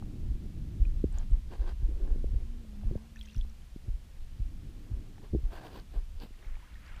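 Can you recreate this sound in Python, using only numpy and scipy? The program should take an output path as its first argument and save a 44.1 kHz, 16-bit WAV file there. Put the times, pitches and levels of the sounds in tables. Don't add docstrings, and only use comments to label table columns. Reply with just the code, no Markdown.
import sys
import numpy as np
from scipy import signal
from scipy.fft import rfft, irfft, next_fast_len
from scipy.io import wavfile
from scipy.ndimage import uniform_filter1d, map_coordinates

SR = 44100
rng = np.random.default_rng(int(sys.argv[2]) if len(sys.argv) > 2 else 0)


def digitize_waveform(pressure):
    field = np.atleast_2d(pressure).T
    bounded = np.clip(field, -1, 1)
    quanta = np.round(bounded * 32767).astype(np.int16)
    wavfile.write(sys.argv[1], SR, quanta)


def makeup_ratio(level_db):
    decades = np.asarray(level_db, float) / 20
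    return 10 ** decades


N = 308700
SURFACE_S = 5.3

# time in seconds, thump in dB, pitch in Hz, rebound in dB.
HEART_BEATS = [(.311, -20.5, 43.6, -27), (0.823, -13.5, 41.4, -26), (1.337, -13.5, 38, -24),
               (1.852, -17.5, 38, -24), (2.365, -18, 44.7, -35), (2.875, -20, 34.3, -29.5),
               (3.392, -21.5, 34.3, -27), (3.908, -22.5, 37.2, -25), (4.424, -22.5, 37.7, -26.5),
               (4.941, -23, 47.6, -28), (5.458, -20.5, 33, -31), (5.982, -21, 35, -31.5),
               (6.487, -29.5, 31.5, -27)]
# time in seconds, peak in dB, pitch in Hz, length in cycles.
HAND_SHOVES = [(0.883, -26, 34.4, 0.84), (.967, -24, 40.3, 0.45), (1.095, -27.5, 27.8, 3.3),
               (1.6108, -20, 42.8, 0.67), (1.663, -29, 23.5, 0.65), (2.12, -19, 33, 0.49),
               (3.495, -34.5, 21.75, 0.57), (6.538, -28.5, 25.5, 0.89), (1.803, -25, 43.7, 0.43),
               (1.906, -25.5, 44, 0.62), (1.968, -32, 41.6, 2.1), (2.033, -24.5, 33, 0.77),
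               (2.321, -23.5, 37.3, 0.85), (2.504, -33, 38, 0.41), (2.965, -23, 53.6, 0.26),
               (4.689, -36, 36, 0.72), (5.338, -29, 80, 0.84), (5.3704, -26.5, 61.6, 1.83),
               (1.057, -25, 70.6, 0.76), (2.914, -28, 98, 0.47), (5.354, -25, 130, 0.25),
               (2.962, -30, 121, 0.39), (7.004, -36, 38, .5), (6.98, -43, 60, 0.34)]
# time in seconds, peak in dB, pitch in Hz, sharp edge in dB.
WALL_PUSHES = [(.0254, -51, 295, 1), (1.0426, -15.5, 270, -31), (2.651, -48, 400, -12),
               (2.837, -54, 292, 6.5), (2.979, -54.5, 345, 3), (3.45, -50.5, 358, -5),
               (3.633, -50, 150, -17), (5.237, -47, 352, -10), (5.342, -26, 190, -12),
               (5.35, -19.5, 272, -18), (5.389, -43, 296, -21), (6.309, -48, 242, -16),
               (5.3364, -29.5, 286, -20), (5.3328, -39, 250, -18)]
# time in seconds, peak in dB, pitch in Hz, sharp edge in dB.
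WALL_PULLS = [(2.1612, -37.5, 279, -19), (2.244, -29, 345, -23), (2.333, -38, 129, -14),
              (2.733, -52, 258, -2), (2.914, -33.5, 203, -5), (2.957, -31.5, 218, -1.5),
              (3.763, -34.5, 210, -20.5), (5.403, -49, 320, -22)]
# time in seconds, peak in dB, pitch in Hz, length in cycles.
WALL_SWINGS = [
    (1.8931, -37.5, 310, 1.2),
    (2.928, -40.5, 360, 3),
    (5.3381, -31.5, 230, 0.92),
    (6.235, -40, 170, 0.37),
    (6.253, -40, 150, 0.42),
    (5.3608, -26.5, 345, 1.3),
]
# start in seconds, length in seconds, level in dB, brightness in dB, drumming in dB.
SKIN_RUBS = [(1.127, 0.11, -58.5, -6, -5), (1.298, 0.081, -68, -7, 4), (1.506, .055, -54, -7, 3.5),
             (1.595, .05, -61, -5, 9), (1.653, 0.067, -53, -6, 1), (1.807, 0.08, -68.5, -10, 7.5),
             (1.878, 0.086, -76.5, -12, 20.5), (1.967, 0.23, -65, -13, 12.5), (2.27, 0.22, -74, -8, 14),
             (2.493, .2, -81, -8, 12), (2.727, 0.37, -68.5, -9, -10), (3.832, 0.084, -77.5, -11, 12),
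             (4.76, 0.22, -71.5, -11, 5.5), (5.02, 0.18, -82, -9, 9), (5.223, 0.05, -61, -5, 3),
             (5.43, 0.061, -67, -12, 2), (5.512, .085, -50.5, -7, -2), (5.612, 0.077, -51, -9, -2),
             (5.707, 0.098, -54, -2.5, 1.5), (5.92, 0.078, -61, -5.5, 5.5), (6.201, 0.061, -57, 2, 4.5),
             (6.382, 0.093, -73.5, -6, 8), (4.93, 0.18, -84.5, -11, 17.5)]
# time in seconds, pitch in Hz, level in dB.
AIR_SQUEEZE = [
    (2.469, 232, -53),
    (2.598, 238, -55.5),
    (2.689, 208.3, -53.5),
    (2.78, 201.4, -50),
    (2.86, 213.4, -49),
    (2.97, 212, -50),
    (3.07, 231, -63),
    (3.25, 212, -56.5),
    (3.52, 221.4, -62),
]
# time in seconds, peak in dB, pitch in Hz.
SINGLE_BUBBLES = [(.852, -47, 2450), (1.126, -49, 8140), (1.1853, -36, 7000), (1.31, -56, 8200),
                  (3.1598, -47.5, 1770), (3.16, -51, 5800), (3.169, -49.5, 2590), (3.1913, -48, 3910),
                  (3.2035, -54, 13600), (3.212, -38.5, 3280), (3.22, -54, 13200), (3.228, -53, 5500),
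                  (3.236, -50, 8820), (3.2606, -53, 5800), (3.286, -50.5, 2700), (3.3, -52, 2800),
                  (3.312, -58, 3590), (3.3637, -48, 5370), (3.371, -57, 11800), (3.3816, -47.5, 5900),
                  (3.412, -42, 3395), (3.4975, -53, 5700), (3.62, -59, 3100), (6.448, -53, 2140),
                  (6.627, -54.5, 970), (6.665, -59, 2000), (6.756, -49, 1834)]
# time in seconds, peak in dB, pitch in Hz.
WALL_TICKS = [(.024, -49, 1230), (.0245, -48, 800), (3.195, -49, 9000), (3.348, -49, 1454),
              (3.3636, -49, 9500), (5.157, -56, 1890), (5.181, -49, 820), (5.1819, -51, 1750),
              (5.521, -47, 1010), (1.523, -45, 900), (5.799, -43, 4500), (6.201, -42, 4570),
              (6.341, -52, 1970), (6.391, -52, 2800), (6.427, -47, 1710), (6.555, -49, 2330),
              (6.569, -51.5, 865), (6.743, -48, 3500)]
# time in seconds, level in dB.
SWARM_LEVELS = [
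    [(3.15, -80), (3.19, -71), (3.26, -64), (3.36, -64.5), (3.42, -83), (3.52, -83)],
    [(6.3, -81), (6.42, -67.5), (6.47, -62.5), (6.52, -66.5), (6.62, -64), (6.8, -67), (6.86, -58),
     (6.95, -58), (7, -57.5)],
]
# middle pitch in Hz, pitch spread, rate in bubbles per second, life in cycles.
SWARM_KINDS = [(3770, 0.361, 450, 33), (1897, .4, 5000, 26)]
# time in seconds, grip effort in dB, speed through the water in dB.
GRIP_AND_SPEED = [(0.0, -43, -53), (1.03, -36, -57), (1.58, -42, -68), (1.93, -36, -68.5),
                  (2.13, -35, -58.5), (2.4, -37.5, -65.5), (2.59, -45, -68), (2.81, -45.5, -67),
                  (3.12, -46.5, -73), (4.27, -46.5, -73.5), (4.58, -47, -59.5), (5.21, -48, -62),
                  (5.34, -48, -67.5), (5.65, -46.5, -66), (5.94, -45, -69.5), (6.24, -44.5, -79.5),
                  (6.61, -52, -74), (7.0, -43, -70.5)]
# frequency in Hz, density in dB per Hz.
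RUMBLE_SPECTRUM = [(7.1, -28), (12, -2), (27, 7.5), (45, -9.5), (57, 1), (107, -22.5), (160, -38.5),
                   (210, -81), (350, -120)]
# frequency in Hz, density in dB per Hz.
FLOW_SPECTRUM = [(50, -38), (80, 4), (110, 0), (170, -5), (230, -8), (400, -47.5), (800, -75)]
# frequency in Hz, density in dB per Hz.
SWIRL_SPECTRUM = [(130, -33), (210, -1.5), (300, 2), (360, -4.5), (430, -13), (560, -20.5), (800, -25),
                  (1500, -52)]
# frequency in Hz, density in dB per Hz.
SHEEN_SPECTRUM = [(5000, -30), (7800, -6), (10500, -7), (13500, 2), (15300, 3)]
# frequency in Hz, density in dB per Hz.
HISS_SPECTRUM = [(180, -61), (300, -10.5), (326, -10.5), (509, -5.5), (663, -9.5), (720, -7.5),
                 (822, -10.5), (1280, -11), (1490, -12), (2990, -11.5), (15600, -24.5)]
# frequency in Hz, width in Hz, level in dB.
WALL_MODES = [(735, 286, 1.5), (1165, 300, -3), (1572, 190, -3.5)]
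# frequency in Hz, width in Hz, level in dB.
LID_MODES = [(2800, 960, 15.5), (4760, 560, 16)]
# frequency in Hz, width in Hz, level in dB.
SHELL_MODES = [(345, 93, 0.5), (520, 320, -5)]


def heart():
    out = np.zeros(N)
    usual_db = np.mean(HEART_BEATS, axis=0)[1]
    loosen_db_per_s = 10.5
    for s, db, hz, rebound_db in HEART_BEATS:
        snap_db = -30.5 - loosen_db_per_s * max(s - SURFACE_S + 0.37, 0)
        second_db = -39.5 + 0.4 * (db - usual_db)
        add_push(out, s - 0.021, snap_db, hz=95, cycles=0.96)
        add_push(out, s - 0.0225, snap_db - 9, hz=193, cycles=0.43)
        add_push(out, s, db, hz, cycles=0.55)
        add_push(out, s + 0.0375, rebound_db, hz=33, cycles=0.51)
        add_push(out, s + 0.33, second_db, hz=38, cycles=0.72)
        add_push(out, s + 0.245, second_db - 9, hz=110, cycles=0.45)
    return out


def hand():
    shoves, pulls, pushes = np.zeros((3, N))
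    for s, db, hz, cycles in HAND_SHOVES:
        add_push(shoves, s, db, hz, cycles)
    for s, db, hz, cycles in WALL_SWINGS:
        add_push(pulls, s, db, hz, cycles)
    for track, rows in ((pushes, WALL_PUSHES), (pulls, WALL_PULLS)):
        for s, db, hz, edge_db in rows:
            add_push(track, s, db + 2, hz, cycles=0.4)
            add_push(track, s - 0.0006, db + edge_db, 2.23 * hz, cycles=0.99)
    knocks = pulls - pushes
    shell_ring = filtered(knocks, resonant(SHELL_MODES))
    return shoves + knocks + makeup_ratio(-27) * shell_ring


def rubbing():
    grab_db_per_s, lift_db_per_s, arch_db = 692, 600, 8.5
    t = np.arange(N) / SR
    walls_level, lid_level, shell_level = np.zeros((3, N))
    for s, span, db, bright_db, drum_db in SKIN_RUBS:
        across = 2 * np.clip((t - s) / span, 0, 1) - 1
        level_db = db - arch_db * across ** 2 + gate(s, s + span, grab_db_per_s, lift_db_per_s)
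        walls_level += makeup_ratio(level_db)
        lid_level += makeup_ratio(level_db + bright_db)
        shell_level += makeup_ratio(level_db + drum_db)
    grain = unit(makeup_ratio(2.1 * wobble(220)))
    in_air = np.arange(N) > SURFACE_S * SR
    air = makeup_ratio(-10) * lid_level * in_air * noise(shaped(SHEEN_SPECTRUM))
    walls = makeup_ratio(0.4) * walls_level * noise(resonant(WALL_MODES))
    lid = makeup_ratio(-4) * lid_level * noise(lambda hz: resonant(LID_MODES)(hz) / (1 + (hz / 5600) ** 6))
    drumming = makeup_ratio(-1) * noise(lambda hz: resonant(SHELL_MODES)(hz) ** 2)
    drag = makeup_ratio(-4.5) * noise(shaped(SWIRL_SPECTRUM))
    return grain * (walls + lid + shell_level * (drumming + drag) + air)


def squeeze():
    hz, db = uniform_filter1d(curves(AIR_SQUEEZE), size=SR // 25, axis=1)
    unsteady_hz = hz * (1 + 0.0065 * wobble(34.7))
    phase = 2 * np.pi * np.cumsum(unsteady_hz) / SR
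    leak_db = gate(AIR_SQUEEZE[0][0], AIR_SQUEEZE[-1][0], rise_db_per_s=380, fall_db_per_s=260)
    level = makeup_ratio(db + leak_db + 1.1 * wobble(25.36))
    return np.sqrt(2) * level * (np.sin(phase) + makeup_ratio(-23.5) * np.sin(2 * phase))


def bubbles():
    out = np.zeros(N)
    for rows, cycles in ((SINGLE_BUBBLES, 63), (WALL_TICKS, 19)):
        s, db, hz = np.transpose(rows)
        out += ringing(s, db, hz, cycles / hz)
    for rows, (middle_hz, spread, rate, cycles) in zip(SWARM_LEVELS, SWARM_KINDS):
        start, span = rows[0][0], rows[-1][0] - rows[0][0]
        when, pitch, size, life = rng.random((4500, 4))[:int(rate * span)].T
        hz = np.clip(middle_hz * (pitch / (1 - pitch)) ** (spread / 2), 600, 14000)
        db = -2.5 * np.log(size + 0.03) + 2.2 * np.log2(hz / middle_hz)
        t60_s = cycles * (0.25 + 2.5 * life ** 2) / hz
        swarm = ringing(start + span * when, db, hz, t60_s)
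        level = makeup_ratio(curves(rows, outside=-120)[0])
        out += level * unit(swarm) * np.sqrt(span * SR / N)
    return out


def water():
    grip_db, speed_db = curves(GRIP_AND_SPEED)
    flow_db = -54.5 + 0.28 * (grip_db - grip_db.mean()) + 0.74 * (speed_db - speed_db.mean())
    rumble = unit(makeup_ratio(3 * wobble(12)) * noise(shaped(RUMBLE_SPECTRUM)))
    gust_db = 1.3 * wobble(30) + 0.6 * wobble(7)
    flow = unit(makeup_ratio(gust_db) * noise(shaped(FLOW_SPECTRUM)))
    swirl = unit(makeup_ratio(gust_db + 2.1 * wobble(60)) * noise(shaped(SWIRL_SPECTRUM)))
    return makeup_ratio(grip_db + 3) * rumble + makeup_ratio(flow_db) * flow + makeup_ratio(speed_db + 0.5) * swirl


def add_push(track, s, db, hz, cycles):
    first, last = max(round((s - 0.1) * SR), 0), round((s + 0.1) * SR)
    turns = (np.arange(N)[first:last] / SR - s) * hz
    push = np.cos(2 * np.pi * turns) * np.exp(-(turns / cycles) ** 2)
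    track[first:][:len(turns)] -= makeup_ratio(db) * push


def ringing(s, db, hz, t60_s):
    t = np.arange(int(min(t60_s.max(), 0.04) * SR)) / SR
    life = t / t60_s[:, None]
    decay = makeup_ratio(db[:, None] - 60 * life)
    onset = 1 - np.exp(-t / 0.000037)
    waves = decay * np.sin(2 * np.pi * hz[:, None] * t * (1 + 0.0092 * life)) * onset
    spots = np.round(s * SR).astype(int)[:, None] + np.arange(len(t))
    return np.bincount(spots.ravel(), waves.ravel(), N + SR)[:N]


def unit(x):
    return x / np.sqrt(np.mean(x ** 2) + 1e-20)


def curves(rows, outside=None):
    s, *cols = np.transpose(rows)
    return [np.interp(np.arange(N) / SR, s, c, outside, outside) for c in cols]


def wobble(rate_hz):
    knots = rng.standard_normal(int(N * rate_hz / SR) + 4)
    return map_coordinates(knots, [np.arange(N) * rate_hz / SR])


def gate(start_s, end_s, rise_db_per_s, fall_db_per_s):
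    t = np.arange(N) / SR
    return -rise_db_per_s * np.maximum(start_s - t, 0) - fall_db_per_s * np.maximum(t - end_s, 0)


def filtered(x, response):
    m = next_fast_len(N + 8192)
    return irfft(rfft(x, m) * response(np.fft.rfftfreq(m, 1 / SR)), m)[:N]


def noise(response):
    return unit(filtered(rng.standard_normal(N), response))


def shaped(points):
    f, db = np.transpose(points)
    return lambda hz: makeup_ratio(np.interp(np.log(hz + 1), np.log(f + 1), db))


def resonant(modes):
    def response(f):
        total = 0
        for k, (hz, width_hz, db) in enumerate(modes):
            damping = 1j * f * width_hz
            total = total + (-1) ** k * makeup_ratio(db) * damping / (hz * hz - f * f + damping)
        return total
    return response


def scene():
    return (heart() + hand() + rubbing() + squeeze() + bubbles() + water())[None]


def band_limit(x):
    return signal.sosfilt(signal.butter(12, 15740, fs=SR, output="sos"), x)


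def record(dry):
    top_hz, holes_above_hz = 15150, 12800
    x = dry + makeup_ratio(-66) * noise(shaped(HISS_SPECTRUM))
    hz, _, z = signal.stft(x, SR, nperseg=512)
    load_db = 10 * np.log10((abs(z) ** 2).sum(1) + 1e-12)
    edge_hz = top_hz + 130 * map_coordinates(rng.standard_normal(200), [np.linspace(0, 90, z.shape[2])])
    luck = uniform_filter1d(rng.standard_normal(z.shape[1:]), size=7, axis=0)
    luck = unit(uniform_filter1d(luck, size=3, axis=1))
    needed_luck = np.maximum(1.9 - 0.13 * (load_db + 44), 0.5)
    holes = (hz[:, None] > holes_above_hz) & (luck > needed_luck)
    z = z * (hz[:, None] < edge_hz) * np.where(holes, makeup_ratio(-20), 1)
    x = signal.istft(z, SR, nperseg=512)[1][:, :N]
    return band_limit(x)


dry = scene()
out = record(dry)
digitize_waveform(out)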